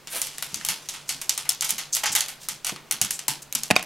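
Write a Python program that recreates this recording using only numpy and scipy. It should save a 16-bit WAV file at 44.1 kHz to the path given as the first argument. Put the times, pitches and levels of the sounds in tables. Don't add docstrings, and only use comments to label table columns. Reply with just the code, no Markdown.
import sys
import numpy as np
from scipy import signal
from scipy.fft import rfft, irfft
from scipy.io import wavfile

SR = 44100
rng = np.random.default_rng(int(sys.argv[2]) if len(sys.argv) > 2 else 0)


def dump(signal):
    limited = np.clip(np.atleast_2d(signal).T, -1, 1)
    pcm = np.round(limited * 32767).astype(np.int16)
    wavfile.write(sys.argv[1], SR, pcm)


N = 169785


def amp(db):
    return 10 ** (np.asarray(db) / 20)


def unit(x):
    return x / np.sqrt(np.sum(x ** 2) + 1e-20)


def evened(x):
    return x / np.sqrt(np.mean(x ** 2) + 1e-20)


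def read(points, hz):
    f, value = np.transpose(points)
    return np.interp(np.log(hz + 1), np.log(f), value)


def bins(size):
    return np.fft.rfftfreq(size, 1 / SR)


def add(mix, s, sound):
    start = max(round(s * SR), 0)
    part = mix[..., start:][..., :sound.shape[-1]]
    part += sound[..., :part.shape[-1]]


def colour(x, points):
    gain = amp(read(points, bins(x.shape[-1])))
    return irfft(rfft(x) * gain, x.shape[-1])


def band(x, hz, octaves):
    distance = np.log2((bins(len(x)) + 1) / hz) / octaves
    return irfft(rfft(x) / (1 + distance ** 2), len(x))


def dying(t, t60):
    return np.exp(-np.log(1000) * t / t60)


def causal(gain):
    log_gain = np.log(np.r_[gain, gain[-2:0:-1]] + 1e-6)
    return np.fft.ifft(np.exp(np.conj(signal.hilbert(log_gain)))).real


# f/Hz, gain/dB
SIDE_GAIN = [(125, -9.5), (260, -6), (1000, -14.5), (2000, -18), (7000, -8)]


def pair(a, b):
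    side = colour(b, SIDE_GAIN)
    return a + np.array([side, -side])


AIR_RMS_DB = -51.5
HUM_HZ, HUM_WIDTH_OCT, HUM_RMS_DB = 145.5, 0.11, -61
# f/Hz, spectral density level/dB
AIR_SPECTRUM = [(25, 14.5), (50, 3.5), (160, 10.5), (420, 9.5), (1000, 8), (4500, 1), (16000, -10)]


def ambience():
    air = evened(colour(pair(*rng.standard_normal((2, N))), AIR_SPECTRUM))
    hum = evened(band(rng.standard_normal(N), HUM_HZ, HUM_WIDTH_OCT))
    return amp(AIR_RMS_DB) * air + amp(HUM_RMS_DB) * hum


ROOM_ONSET_S, ECHO_SHARE, SHIFT_HZ = 0.0014, 0.07, 1.3054
# f/Hz, t60/s
ROOM_DECAY = [(120, 0.13), (300, 0.69), (700, 0.37), (1700, 0.28), (4500, 0.29), (8000, 0.23),
              (14000, 0.22)]
# f/Hz, gain/dB
ROOM_GAIN = [(100, 12), (400, 1.5), (900, 5.5), (3000, 7), (6500, .5), (10000, -1), (15000, -6)]


def room(x, count=3):
    out, t, clock = np.zeros((2, N)), np.arange(SR // 2) / SR, np.arange(N) / SR
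    for k in range(count):
        echoes = rng.standard_normal((2, len(t))) * (rng.random(len(t)) < ECHO_SHARE)
        hz, age, cells = signal.stft(pair(*echoes), SR, nperseg=256)
        decay = dying(age, read(ROOM_DECAY, hz)[:, None])
        tail = signal.istft(cells * decay, SR, nperseg=256)[1][:, :len(t)]
        onset = 1 - np.exp(-(t / ROOM_ONSET_S) ** 2)
        tail = colour(np.sqrt(2) * unit(tail * onset), ROOM_GAIN)
        share = np.sqrt(2 / count) * np.cos(2 * np.pi * (SHIFT_HZ * clock + k / count))
        out += signal.fftconvolve((x * share)[None], tail, axes=1)[:, :N]
    return out


PATTER_PER_S, PATTER_START_DB, PATTER_FADE_DB_PER_S = 76, -11, 11


def patter():
    t = np.arange(N) / SR
    sizes = amp(PATTER_START_DB - PATTER_FADE_DB_PER_S * t) * (t > CLAW_TAPS[0][0])
    impulses = rng.random(N) < PATTER_PER_S / SR
    return colour(sizes * impulses, CLAW_SPECTRUM)


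PAD_DB, PAD_RISE_S, PAD_T60_S = 5, 0.0061, 0.12
# t/s, relative level/dB
PAD_THUDS = [(0.527, -43.5), (0.56, -46), (0.689, -47.5), (1.148, -53), (1.716, -48.5), (2.096, -44),
             (2.51, -54), (2.931, -48.5), (3.014, -38.5), (3.282, -42), (3.556, -42.5)]
# f/Hz, level/dB
PAD_SPECTRUM = [(60, -29), (115, -2.5), (150, 6), (310, -4), (450, -18), (2500, -53)]


def pads(size=16384):
    out, t = np.zeros(N), np.arange(size) / SR
    shape = np.minimum(t / PAD_RISE_S, 1) * dying(t, PAD_T60_S)
    for s, db in PAD_THUDS:
        boom = unit(shape * colour(rng.standard_normal(size), PAD_SPECTRUM))
        add(out, s, amp(db + PAD_DB) * np.linalg.norm(shape) * boom)
    return out


PITCHED_T60_S, PITCHED_WIDTH_OCT = 0.037, 0.32
# t/s, level/dB, pitch f/Hz
PITCHED_KNOCKS = [(2.0355, -4, 695), (2.724, -14.5, 370), (3.282, -6.5, 916)]


def pitched_knocks(size=8192):
    out, t = np.zeros(N), np.arange(size) / SR
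    for s, db, hz in PITCHED_KNOCKS:
        rough = evened(band(rng.standard_normal(size), hz, PITCHED_WIDTH_OCT))
        ring = .5 * np.sin(2 * np.pi * hz * t) + rough
        envelope = np.minimum(t * hz, 1) * dying(t, PITCHED_T60_S)
        add(out, s, amp(db) * unit(ring * envelope))
    return out


SKID_GRAIN_DB, SKID_SLIPS_PER_S = 3, 2500
# t/s, length/s, level/dB, centre f/Hz, half-width/octaves
PAW_SKIDS = [(0.091, 0.15, -33, 9900, 0.36), (0.104, .11, -34, 2770, 1.54), (0.124, 0.06, -42, 590, 0.75),
             (1.074, 0.03, -44, 6750, 0.45), (1.924, 0.028, -20.5, 6500, 0.3),
             (2.115, 0.028, -25.5, 7150, 0.41), (2.396, 0.084, -44, 5400, 1),
             (3.113, 0.065, -35.5, 7600, 0.25), (3.418, 0.017, -37.5, 7260, 0.72)]


def skids():
    out = np.zeros(N)
    for s, length, db, hz, octaves in PAW_SKIDS:
        slips = (rng.random(SR) < SKID_SLIPS_PER_S / SR) * rng.choice([-1, 1], SR)
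        sizes = amp(SKID_GRAIN_DB * np.minimum(rng.exponential(1, SR), 4))
        swell = np.sin(np.linspace(0, np.pi, int(length * SR)))
        rasp = evened(band(slips * sizes, hz, octaves))[:len(swell)]
        add(out, s, amp(db) * swell * rasp)
    return out


CRACK_T60_S = 0.017
# f/Hz, level/dB before the treble tilt, t60/s
KNOCK_MODES = [(632, 0.5, 0.038), (740, 4.5, 0.037), (1070, -0.5, 0.031), (1480, -1, 0.027),
               (2447, 10, 0.02), (2650, -1, 0.009), (3750, -10, 0.051), (4780, -1, 0.0098)]


def knock(t, treble_db, crack_db):
    ring = np.zeros(len(t))
    for hz, mode_db, t60 in KNOCK_MODES:
        level = amp(mode_db + treble_db * np.log2(hz / 1500))
        ring += level * dying(t, t60) * np.sin(2 * np.pi * hz * t) * rng.choice([-1, 1])
    crack = colour(rng.standard_normal(len(t)),
                   [(480, -31), (720, 0), (2800, 2.5), (3700, -5.5), (10000, -6.5), (16000, -24)])
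    crack = crack * dying(t, CRACK_T60_S)
    return unit(unit(ring) + amp(crack_db) * unit(crack))


THUMP_HZ, THUMP_T60_S, THUMP_LEAD_RAD = 175, 0.022, 0.7
# t/s, level/dB, low thump/dB, treble tilt/(dB per octave), rough crack/dB
NEAR_BUMPS = [(2.7212, -9, 8, -9, -5), (3.7037, 6.5, -17, -9, -1.5), (3.7092, 10.5, -24, -1.5, 10),
              (3.7102, 11.5, 1.5, -1.5, -6), (3.7133, 7, -1, -8, 4), (3.7636, 14.5, -51, 5.5, -9.5),
              (3.7941, -5.5, -15, -6, 2)]


def bumps(size=4096):
    out, t = np.zeros((2, N)), np.arange(size) / SR
    low_cut = signal.butter(3, 120, "high", fs=SR, output="sos")
    envelope = dying(t, THUMP_T60_S) * np.minimum(t * THUMP_HZ, 1)
    thump = []
    for lead in (THUMP_LEAD_RAD, 0):
        wave = np.sin(2 * np.pi * THUMP_HZ * t + lead) * envelope
        thump.append(unit(signal.sosfilt(low_cut, wave)))
    thump = np.array(thump)
    for s, db, thump_db, treble_db, crack_db in NEAR_BUMPS:
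        knocks = pair(knock(t, treble_db, crack_db), knock(t, treble_db, crack_db))
        knocks = knocks * (t < t[-1] / 2)
        sound = signal.sosfilt(low_cut, knocks) + amp(thump_db) * thump
        add(out, s, amp(db) * np.sqrt(2) * unit(sound))
    return out


SPOT_COLOUR_DB = 3
GRIT_DB, GRIT_T60_S = -10, 0.0033
# f/Hz, relative level/dB
CLAW_SPECTRUM = [(150, -26), (470, -17), (680, -9), (1600, -6.5), (2500, -3.5), (5000, 1), (6400, 5),
                 (8000, 2.5), (12000, -0.6), (16000, -15)]
# f/Hz, weight
BODY_WEIGHT = [(300, .6), (900, 1), (2000, 1), (5000, 0)]
# f/Hz, weight
TOP_WEIGHT = [(6500, 0), (12000, 1)]


def claw(body_db, top_db, size=2048):
    hz, t = bins(size), np.arange(size) / SR
    spot = np.interp(hz, np.geomspace(500, 16000, 36), SPOT_COLOUR_DB * rng.standard_normal(36))
    bright = evened(amp(read(CLAW_SPECTRUM, hz) + spot + top_db * read(TOP_WEIGHT, hz)))
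    tick = causal(bright * amp(body_db * read(BODY_WEIGHT, hz)))
    scratch = unit(np.diff(rng.standard_normal(size + 1)) * dying(t, GRIT_T60_S))
    grit = (t == 0) + amp(GRIT_DB) * scratch
    return tick, np.linalg.norm(tick) * unit(signal.fftconvolve(tick, grit)[:size])


BOARD_DB, BOARD_T60_S = -6, 0.023
CLAW_FALL_DB, CLAW_SCATTER_DB = -6, 3


def tap(body_db, top_db, spread_s, size=2048, count=4):
    t, order = np.arange(size) / SR, np.linspace(0, 1, count)
    delays = abs(spread_s) * (order + (order > 0) * rng.uniform(-.15, .3, count))
    levels = CLAW_FALL_DB * order + CLAW_SCATTER_DB * rng.standard_normal(count)
    strike, ticks = np.zeros(size), []
    for delay, db in zip(delays, levels):
        tick, scratched = claw(body_db, top_db)
        add(strike, delay, amp(db) * scratched)
        ticks.append(tick)
    tick = np.mean(ticks, 0)
    board = np.array([unit(z * dying(t, BOARD_T60_S)) for z in rng.standard_normal((2, size))])
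    ring = (t == 0) + amp(BOARD_DB) * pair(*board)
    sound = signal.fftconvolve(unit(strike)[None], ring, axes=1)
    return np.linalg.norm(tick) * sound / np.linalg.norm(ring[0]), tick


PAN_SCATTER_DB = 1.34
SCRABBLE_DB, SCRABBLE_S = -20.5, 0.034
# t/s, level/dB, woody body/dB, top sizzle/dB, nominal claw spread/s, room send/dB
CLAW_TAPS = [(0.0725, -10.5, 3.5, -3, 0.0013, 0), (0.2171, 6, -4.5, 5, 0.00018, -3.5),
             (0.2692, -7.5, -1, 2, 0.0036, 0.5), (0.383, -5.5, 5, 3.5, 0.00087, -6),
             (0.4247, 0, 5.5, 6, 0.0032, -2), (0.5434, 1.5, -3.5, -3, 0.0019, -5.5),
             (0.6113, -20, 16.5, -10, 0.0018, -6.5), (0.6494, 2, 0, 6, 0.0031, -4),
             (0.6627, -5, 3, 9, 0.0039, -19), (0.6874, 4, 2.5, 6.5, 0.0008, 3),
             (0.8882, -1.5, -5.5, -2, 0.0069, -1), (0.938, -15, 5, -0.5, 0.0018, 7),
             (1.0918, 1, -3, 0, 0.0025, 4), (1.215, -4, 4, 5.5, 0.0045, -1),
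             (1.2941, 9.5, -4.5, -1, 0.0019, -5.5), (1.3776, 1.5, 0, 2.5, 0.0049, -2),
             (1.4537, -20.5, 17, 4, 0.0037, 3), (1.4919, 11, -7, 2.5, 0.0029, -13.5),
             (1.503, -1.5, -1.5, -4, 0.00042, 0.5), (1.609, 4.5, -13, -8, 0.0015, -7),
             (1.6222, 0.5, 7.5, 2, 0.0046, -1), (1.6444, 0, -6, 3, 0.0068, 3),
             (1.6924, 0, -1, 4.5, 0.0024, 4), (1.7064, 6.5, -35, 4, 0.0005, -15),
             (1.7814, -6.5, -0.5, -2, 0.0019, 6.5), (1.7877, -11, 11, 11, 0.0033, 2),
             (1.9498, 3.5, -4.5, 7, 0.00066, -1), (1.9565, -2, -5.5, 9, 0.00091, 4.5),
             (1.9679, 1, 6, 0.5, 0.0017, -4), (2.0352, 0, 10.5, 0.5, 0.0055, 0.5),
             (2.058, 1.5, 9, -6, 0.0028, -7.5), (2.0641, -1.5, -2.5, -10, 0.0017, 5.5),
             (2.152, 7, 1.5, 2, 0.0016, 3), (2.1614, 7.5, -3, 11, 0.00097, -7),
             (2.2074, 4.5, 0.5, 0.5, 0.0015, -3.5), (2.2834, -9.5, 3.5, 6.5, 0.002, 6.5),
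             (2.4867, 1, 0, 4, 0.00093, -0.5), (2.6466, -0.5, 2, 1, 0.0019, -1.5),
             (2.6675, -0.5, 4, 4.5, 0.0023, 3), (2.6943, -3.5, 11, -9, 0.004, -20),
             (2.7618, -16.5, 16.5, -10, 0.00069, -7.5), (2.9113, 6.5, 3, 3.5, 0.0038, -5.5),
             (2.9246, 0.5, -11, 8, 0.00043, -39), (3.0146, 11, -3, 1.5, 0.0035, -5.5),
             (3.048, -2, 8, -1.5, 0.0022, -9), (3.1072, 4.5, -2, 5.5, 0.0035, -3),
             (3.192, -4.5, 1.5, -2.5, 0.0032, -5), (3.2818, 8, 0, 4, 0.0023, -2.5),
             (3.5258, -1.5, 2, 5.5, 0.00087, -9.5), (3.5508, 7, -0.5, 2.5, 0.0039, -5.5),
             (3.6344, 1, -3.5, 2, 0.00098, -6), (3.7555, -14, 9.5, -9, 0.0028, 10.5),
             (3.8272, -8, 15, 5, 0.0025, -18)]


def claws(count=5):
    direct, send = np.zeros((2, N)), np.zeros(N)
    for s, db, body_db, top_db, spread_s, room_db in CLAW_TAPS:
        sound, tick = tap(body_db, top_db, spread_s)
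        pan = PAN_SCATTER_DB * rng.standard_normal() * np.array([[1], [-1]])
        add(direct, s, amp(db + pan) * sound)
        add(send, s, amp(db + room_db) * tick)
        for lag in rng.uniform(0, 1.8, count):
            scratched = claw(body_db, top_db)[1]
            gain = amp(db + pan + SCRABBLE_DB) * np.exp(1 - lag)
            add(direct, s + lag * SCRABBLE_S, gain * scratched)
    return direct, send


PITCHED_ROOM_DB, SKID_ROOM_DB, PAD_ROOM_DB, BUMP_ROOM_DB = -10, -8, -10.5, -20


def scene():
    taps, send = claws()
    skid, thud, pitched, bump = skids(), pads(), pitched_knocks(), bumps()
    send = send + patter()
    send = send + amp(PITCHED_ROOM_DB) * pitched + amp(SKID_ROOM_DB) * skid
    send = send + amp(PAD_ROOM_DB) * thud + amp(BUMP_ROOM_DB) * bump.mean(0)
    return taps + skid + thud + pitched + bump + room(send) + ambience()


EDGE_HZ = 16000
# f/Hz, left minus right level/dB
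BALANCE = [(40, 2), (160, -2.5), (1000, 0), (12000, -0.5)]


def record(dry):
    tilt = amp(read(BALANCE, bins(N)) * np.array([[.5], [-.5]]))
    heard = np.clip(irfft(rfft(dry) * tilt, N), -1, 1)
    low_pass = signal.firwin(255, EDGE_HZ, window=("kaiser", 9), fs=SR)
    return signal.oaconvolve(heard, low_pass[None], "same")


dry = scene()
out = record(dry)
dump(out)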